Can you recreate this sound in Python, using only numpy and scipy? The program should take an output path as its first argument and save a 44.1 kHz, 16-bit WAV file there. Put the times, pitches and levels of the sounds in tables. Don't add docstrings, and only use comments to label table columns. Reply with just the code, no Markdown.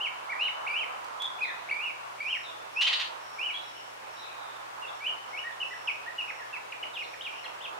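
import sys
import numpy as np
from scipy import signal
from scipy.fft import rfft, irfft
from scipy.io import wavfile
from scipy.ndimage import map_coordinates

SR = 44100
rng = np.random.default_rng(int(sys.argv[2]) if len(sys.argv) > 2 else 0)


def persist_wave(psi):
    counts = np.round(np.clip(psi, -1, 1) * 32767).astype(np.int16)
    wavfile.write(sys.argv[1], SR, np.atleast_2d(counts).T)


N = 343539
TIME = np.arange(N) / SR

# [start t/s, hold t/s, climb t/s, fall t/s,
# held f/Hz, top f/Hz, end f/Hz, held level/dB, top level/dB, onset accent level/dB]
SLURS = [(0.681, 0.038, 0.078, 0.05, 2364, 3093, 1990, -27.5, -30, -7),
         (1.711, 0.07, .068, 0.059, 2373, 2890, 2246, -37.5, -32, 18.5),
         (2.203, .052, 0.063, .060, 2397, 3160, 1760, -34, -29, 7),
         (5.002, .030, .050, .020, 2344, 3066, 2855, -36.5, -26.5, -4),
         (5.328, .030, 0.041, 0.0014, 2256, 2934, 2950, -32.5, -31, -5)]
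# [start t/s, level/dB]
FLICKS = [(0.665, -28.5), (1.380, -43), (1.686, -32), (2.183, -45)]
# [start t/s, rise t/s, fall t/s, start f/Hz, top f/Hz,
# end f/Hz, exponent of the fall (1 is straight), level/dB, level change over the fall/dB]
ARCHED_CHIRPS = [(0, 0.037, 0.042, 2640, 3106, 1985, 1.3, -28.5, 1),
                 (.289, .024, 0.024, 2044, 2374, 1640, 1.86, -31, 3),
                 (.386, 0.059, .048, 2300, 3028, 1870, 2.8, -26.5, -5.5),
                 (1.405, 0.023, 0.032, 2300, 2555, 1946, 1.47, -27, -3),
                 (2.751, 0.11, 0.0088, 2328, 3100, 3080, 2, -24.5, -16),
                 (2.879, 0.0021, 0.043, 2650, 2586, 1800, 0.805, -32.5, 2),
                 (3.380, 0.075, 0.061, 2130, 3040, 2130, 1.5, -30.5, -6),
                 (3.539, 0.017, 0.021, 3230, 3330, 3420, 1.5, -29.5, -2),
                 (4.817, 0.0037, .038, 2900, 2850, 2647, 1.55, -46, 12),
                 (5.436, 0.035, 0.041, 1760, 1911, 1740, 1.44, -37, -8),
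                 (5.600, .010, 0.028, 2710, 3030, 2540, 1.23, -31.5, 2.5),
                 (5.704, 0.017, 0.022, 1850, 2002, 1400, 3.8, -36, 0.5),
                 (5.872, 0.0019, 0.034, 3500, 3305, 2140, 0.49, -27.5, -2.5),
                 (6.058, 0.026, 0.0092, 1630, 1910, 1880, 1.5, -37, -8),
                 (6.180, 0.0051, 0.037, 2910, 2920, 2340, 1.94, -27.5, -5),
                 (6.276, 0.011, 0.027, 2100, 2660, 1660, 1.96, -36, 7),
                 (6.528, 0.0065, 0.043, 2590, 2737, 1910, 1.24, -33.5, -5),
                 (6.721, 0.0034, .013, 2830, 2870, 1560, 1.24, -35, 3),
                 (6.826, 0.0066, .011, 2630, 2980, 1750, 1.3, -29.5, 2.5),
                 (6.933, 0.0022, .047, 3900, 3860, 2330, 1.35, -35, 2),
                 (6.981, 0.017, 0.033, 2335, 2900, 2110, 1, -35.5, 3.5),
                 (7.133, 0.0021, 0.014, 2480, 2500, 1480, 1.13, -37, 0),
                 (7.207, 0.018, 0.0028, 2640, 3760, 3900, 1.5, -30.5, -11),
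                 (7.238, 0.0028, 0.043, 3850, 3800, 2154, 0.79, -34.5, 1),
                 (7.441, .002, 0.025, 4340, 4340, 2445, 0.65, -32.5, -7),
                 (7.603, 0.027, 0.038, 2458, 3650, 2274, 1.6, -37, 3),
                 (7.670, 0.0066, 0.0082, 2280, 2690, 2520, 1.6, -42, -3)]
# [f/Hz, level/dB]
THROAT = [(1500, -3), (2000, -4), (2500, 1), (3000, 0.5), (3250, -2), (3900, -14.5), (4400, -10)]
# [start t/s, length t/s, level/dB, throat resonance f/Hz, extra treble level/dB]
SCOLD_BEATS = [(2.808, 0.023, -26.5, 3130, 5), (2.861, 0.029, -26, 2900, -3), (2.922, 0.022, -24, 3560, -4),
               (2.991, 0.032, -29.5, 2970, -2)]
# [f/Hz, level/dB]
RASP_SPECTRUM = [(400, -45), (600, -32), (1100, -12), (1550, -7), (2200, -0.5), (3100, 3.5), (4100, 2),
                 (5100, -8), (7500, -19), (9000, -31), (11000, -27.5), (12500, -52)]
# [t/s, level/dB]
TICKS = [(1.045, -39.5), (1.221, -32)]
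# [start t/s, length t/s, start f/Hz, end f/Hz, level/dB]
FAR_CHIRPS = [(0.403, 0.085, 4130, 3670, -45.5), (1.425, 0.078, 4040, 3520, -41.5),
              (1.467, 0.043, 2090, 1734, -32.5), (2.432, 0.075, 3860, 3370, -42.5),
              (3.523, 0.11, 4010, 3760, -48), (3.748, 0.041, 3110, 2850, -44.5),
              (4.033, 0.038, 2700, 2200, -49), (4.165, 0.11, 3920, 3815, -46),
              (4.233, 0.11, 2540, 2450, -49.5), (4.359, 0.21, 3820, 3470, -53.5),
              (4.872, 0.026, 3630, 3385, -41.5), (5.513, 0.023, 3500, 3450, -51),
              (6.389, 0.043, 1935, 1676, -39), (7.033, .014, 4470, 3750, -40.5),
              (7.321, 0.052, 2347, 3080, -38.5), (7.434, 0.016, 2394, 1540, -37.5)]
# [start t/s, length t/s]
TRILLS = [(2.225, 0.24), (2.7, .25), (3.172, .27), (3.595, 0.3), (4.07, 0.19), (4.898, 0.094), (5.26, 0.18),
          (5.62, .35), (6.186, 0.26), (6.95, .25), (7.283, 0.24)]
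# [t/s, tyre roar level/dB, low rumble level/dB]
ROAD_SWELLS = [(0.0, -44.5, -57.5), (0.35, -44, -57), (0.74, -43.5, -55.5), (2.51, -50, -58.5),
               (3.1, -45.5, -58.5), (3.821, -51.5, -58), (4.45, -46.5, -58), (7.29, -51, -56.5),
               (7.79, -47, -55.5)]
# [f/Hz, level/dB]
AIR_SPECTRUM = [(25, -24.5), (80, -25), (200, -20), (350, -12.5), (600, -5.5), (1000, 2), (1350, -2),
                (1900, -9), (2700, -11.5), (4000, -18.5), (6500, -22.5), (10000, -28), (12500, -32),
                (15500, -35)]
# [f/Hz, correlation (no unit)]
LIKENESS = [(60, 0.039), (130, 0.15), (300, -0.24), (640, -0.59), (1400, -0.31), (3100, -.3),
            (7000, -0.019), (15000, 0.25)]

FLICK_S, FLICK_LOW_HZ, FLICK_HIGH_HZ = 0.0188, 2100, 2900
ATTACK_S, RELEASE_S = 0.0042, 0.004
BUZZ_START_S, BUZZ_LENGTH_S, BUZZ_HZ, BUZZ_DB = 1.196, 0.083, 3454, -33
CRICKET_DB, CRICKET_FADE_DB_PER_S = -52.5, 0.7
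AIR_DB = -46
TOP_HZ = 15700


def undb(db):
    return 10 ** (np.asarray(db) / 20)


def unit(x):
    return x / np.sqrt(np.mean(x ** 2))


def add(track, start, x):
    i = max(0, int(start * SR))
    track[i:i + len(x)] += x[:max(0, N - i)]


def on_log(hz, points):
    f, v = np.transpose(points)
    return np.interp(np.log(hz + 1), np.log(f), v)


def shape(x, gain):
    return irfft(rfft(x) * gain(np.fft.rfftfreq(len(x), 1 / SR)), len(x))


def walk(size, rate):
    knots = rng.standard_normal(N // 20)
    return 1.1 * map_coordinates(knots, [np.arange(size) * rate / SR], order=3, mode="wrap")


def ramp(t, start, length):
    return np.clip((t - start) / max(length, 0.001), 0, 1)


def gate(t, length, rise, fall):
    onset = np.sin(np.pi / 2 * np.clip(t / rise, 0, 1))
    return onset * np.sin(np.pi / 2 * np.clip((length - t) / fall, 0, 1))


def phase_of(hz):
    return 2 * np.pi * np.cumsum(hz) / SR


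def syrinx(pitch, db, second_db, fourth_db, waver=0.0047, glide_waver=0.035, tremble_db=2.5,
           pure_hz=2600, purity_db=12, settle_db_per_s=70):
    t = np.arange(len(pitch)) / SR
    throat_db = on_log(pitch, THROAT)
    level_db = db + throat_db - throat_db.max() + tremble_db * walk(len(t), 220.3)
    gain = undb(level_db) * gate(t, t[-1], ATTACK_S, RELEASE_S)
    falling = np.clip(-np.gradient(pitch) * SR / 80000, 0, 1)
    phase = phase_of(pitch * (1 + (waver + glide_waver * falling) * walk(len(t), 461.5)))
    overtones = undb(second_db) * np.sin(2 * phase) + undb(fourth_db) * np.sin(4 * phase)
    leak = undb(-purity_db * np.clip((pitch - pure_hz) / 600, 0, 1) - settle_db_per_s * t)
    return np.sqrt(2) * gain * (np.sin(phase) + leak * overtones)


def whistles(scoop_hz=200, scoop_s=0.0111, accent_s=0.019, fall_bend=0.9, fade_db=-3):
    out = np.zeros(N)
    for start, hold, climb, fall, held_hz, top_hz, end_hz, held_db, top_db, accent_db in SLURS:
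        t = np.arange(int((hold + climb + fall) * SR)) / SR
        up = np.sin(np.pi / 2 * ramp(t, hold, climb)) ** 2
        down = ramp(t, hold + climb, fall) ** fall_bend
        scoop = scoop_hz * np.exp(-t / scoop_s)
        pitch = held_hz - scoop + (top_hz - held_hz) * up + (end_hz - top_hz) * down
        accent = accent_db * np.exp(-t / accent_s)
        db = held_db + accent + (top_db - held_db) * up + fade_db * down
        add(out, start, syrinx(pitch, db, second_db=-25, fourth_db=-35))
    for start, db in FLICKS:
        pitch = np.geomspace(FLICK_LOW_HZ, FLICK_HIGH_HZ, int(FLICK_S * SR))
        add(out, start, syrinx(pitch, db, second_db=-34, fourth_db=-38))
    return out


def chirps(rise_bend=1.5, swell_db=3, attack_share=0.23):
    out = np.zeros(N)
    for start, rise, fall, start_hz, top_hz, end_hz, bend, db, fade_db in ARCHED_CHIRPS:
        t = np.arange(int((rise + fall) * SR)) / SR
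        below = (1 - ramp(t, 0, rise)) ** rise_bend
        down = ramp(t, rise, fall)
        pitch = top_hz + (start_hz - top_hz) * below + (end_hz - top_hz) * down ** bend
        level_db = db - swell_db * below + fade_db * down
        note = syrinx(pitch, level_db, second_db=-27.5, fourth_db=-42)
        add(out, start, note * ramp(t, 0, attack_share * rise))
    return out


def scold(pulse_hz=700, grit_db=0.5, throat_db=4, throat_width_hz=500, treble_hz=5500):
    out = np.zeros(N)
    t = np.arange(SR // 8) / SR
    for start, length, db, hz, treble_db in SCOLD_BEATS:
        cycle = phase_of(pulse_hz * (1 + 0.12 * walk(len(t), 400))) / (2 * np.pi) % 1
        slaps = rng.standard_normal(len(t)) * np.exp(-cycle / 0.5) * undb(grit_db * walk(len(t), 573))

        def colour(f):
            throat = throat_db / (1 + ((f - hz) / throat_width_hz) ** 2)
            treble = treble_db * np.clip(f / treble_hz, 0, 1) ** 4
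            return undb(on_log(f, RASP_SPECTRUM) + throat + treble)

        beat = unit(shape(slaps, colour))
        swell = np.clip(t / 0.0097, 0, 1) * np.exp(-np.maximum(t - 0.77 * length, 0) / 0.0093)
        add(out, start, undb(db) * beat * swell)
    return out


def buzz(shake=0.02, shake_rate=520, tremble_db=2.0):
    out = np.zeros(N)
    t = np.arange(int(BUZZ_LENGTH_S * SR)) / SR
    phase = phase_of(BUZZ_HZ * (1 + shake * walk(len(t), shake_rate)))
    gain = undb(BUZZ_DB + tremble_db * walk(len(t), 319)) * gate(t, BUZZ_LENGTH_S, 0.023, 0.01)
    add(out, BUZZ_START_S, np.sqrt(2) * gain * np.sin(phase))
    return out


def ticks(wood_hz=4500):
    out = np.zeros(N)
    t = np.arange(SR // 30) / SR
    for start, db in TICKS:
        crack = unit(shape(rng.standard_normal(len(t)), lambda f: f / (1 + (f / wood_hz) ** 3.5)))
        add(out, start, undb(db) * crack * np.exp(-t / 0.0019))
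    return out


def foliage(x, early_db, early_t60, late_db, late_t60, nearest_s=0.004):
    t = np.arange(SR) / SR
    out = []
    for side in range(2):
        twigs = rng.standard_normal(SR) * (rng.random(SR) < 900 / SR)
        early = unit(twigs * undb(-60 * t / early_t60) * np.clip(t / nearest_s, 0, 1))
        late = unit(rng.standard_normal(SR) * undb(-60 * t / late_t60) * np.clip(t / 0.041, 0, 1))
        response = undb(early_db) * early + undb(late_db) * late
        out.append(signal.fftconvolve(x, response)[:N] / np.sqrt(SR))
    return np.array(out)


def far_birds(roughness=0.0416):
    out = np.zeros(N)
    for start, length, first_hz, last_hz, db in FAR_CHIRPS:
        t = np.arange(int(length * SR)) / SR
        glide = np.interp(t, [0, length], [first_hz, last_hz])
        pitch = glide * (1 + roughness * walk(len(t), 488.6))
        tone = np.sqrt(2) * np.sin(phase_of(pitch))
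        add(out, start, undb(db) * tone * gate(t, length, 0.0037, 0.0028))
    return out


def cricket(wing_hz=5480, stroke_hz=55):
    trills = sum(gate(TIME - start, length, 0.045, 0.062) for start, length in TRILLS)
    effort = undb(CRICKET_DB - CRICKET_FADE_DB_PER_S * TIME) * trills
    strokes = 1 + 1.2 * np.sin(2 * np.pi * stroke_hz * TIME)
    wing = np.sin(phase_of(wing_hz * (1 + 0.0181 * walk(N, 600))))
    return effort * unit(strokes * wing)


def traffic(flicker_db=1.5, right_db=2.0):
    s, roar, rumble = np.transpose(ROAD_SWELLS)
    roar_db = np.interp(TIME, s, roar - np.median(roar))
    rumble_db = np.interp(TIME, s, rumble - np.median(rumble))
    mid = shape(rng.standard_normal(N), lambda f: undb(on_log(f, AIR_SPECTRUM)))

    def side_gain(f):
        alike = np.clip(on_log(f, LIKENESS), -0.9, 0.9)
        return undb(on_log(f, AIR_SPECTRUM)) * np.sqrt((1 - alike) / (1 + alike))

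    side = shape(rng.standard_normal(N), side_gain)
    out = []
    for sign in (1, -1):
        air = undb(AIR_DB) * (mid + sign * side) / np.std(mid)
        for centre_hz, swell_db in ((1096, roar_db), (473, rumble_db)):
            band = shape(air, lambda f: np.exp(-2 * np.log2((f + 1) / centre_hz) ** 2))
            band_db = swell_db + flicker_db * walk(N, 14) - sign * right_db / 2
            air = air + band * (undb(band_db) - 1)
        out.append(air)
    return np.array(out)


def hum(hum_hz=120, hum_db=-72):
    return undb(hum_db) * unit(np.sin(2 * np.pi * hum_hz * TIME))


def scene():
    voice = whistles() + chirps() + buzz() + ticks()
    rasp = scold()
    near = (voice * undb(-3.5) + rasp * undb(-1.0)) * undb(np.array([[-0.8], [0.8]]))
    echoes = foliage(voice, early_db=-4.0, early_t60=0.23, late_db=-10.5, late_t60=0.67)
    echoes += foliage(rasp, early_db=-2, early_t60=0.24, late_db=-3.5, late_t60=0.33)
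    distant = far_birds() + cricket()
    far = undb(-13.5) * distant
    far = far + foliage(distant, early_db=-5, early_t60=0.22, late_db=-9.0, late_t60=1.0)
    return near + echoes + far + traffic() + hum()


def record(dry):
    return signal.sosfilt(signal.ellip(10, 0.1, 70, TOP_HZ, fs=SR, output="sos"), dry)


dry = scene()
out = record(dry)
persist_wave(out)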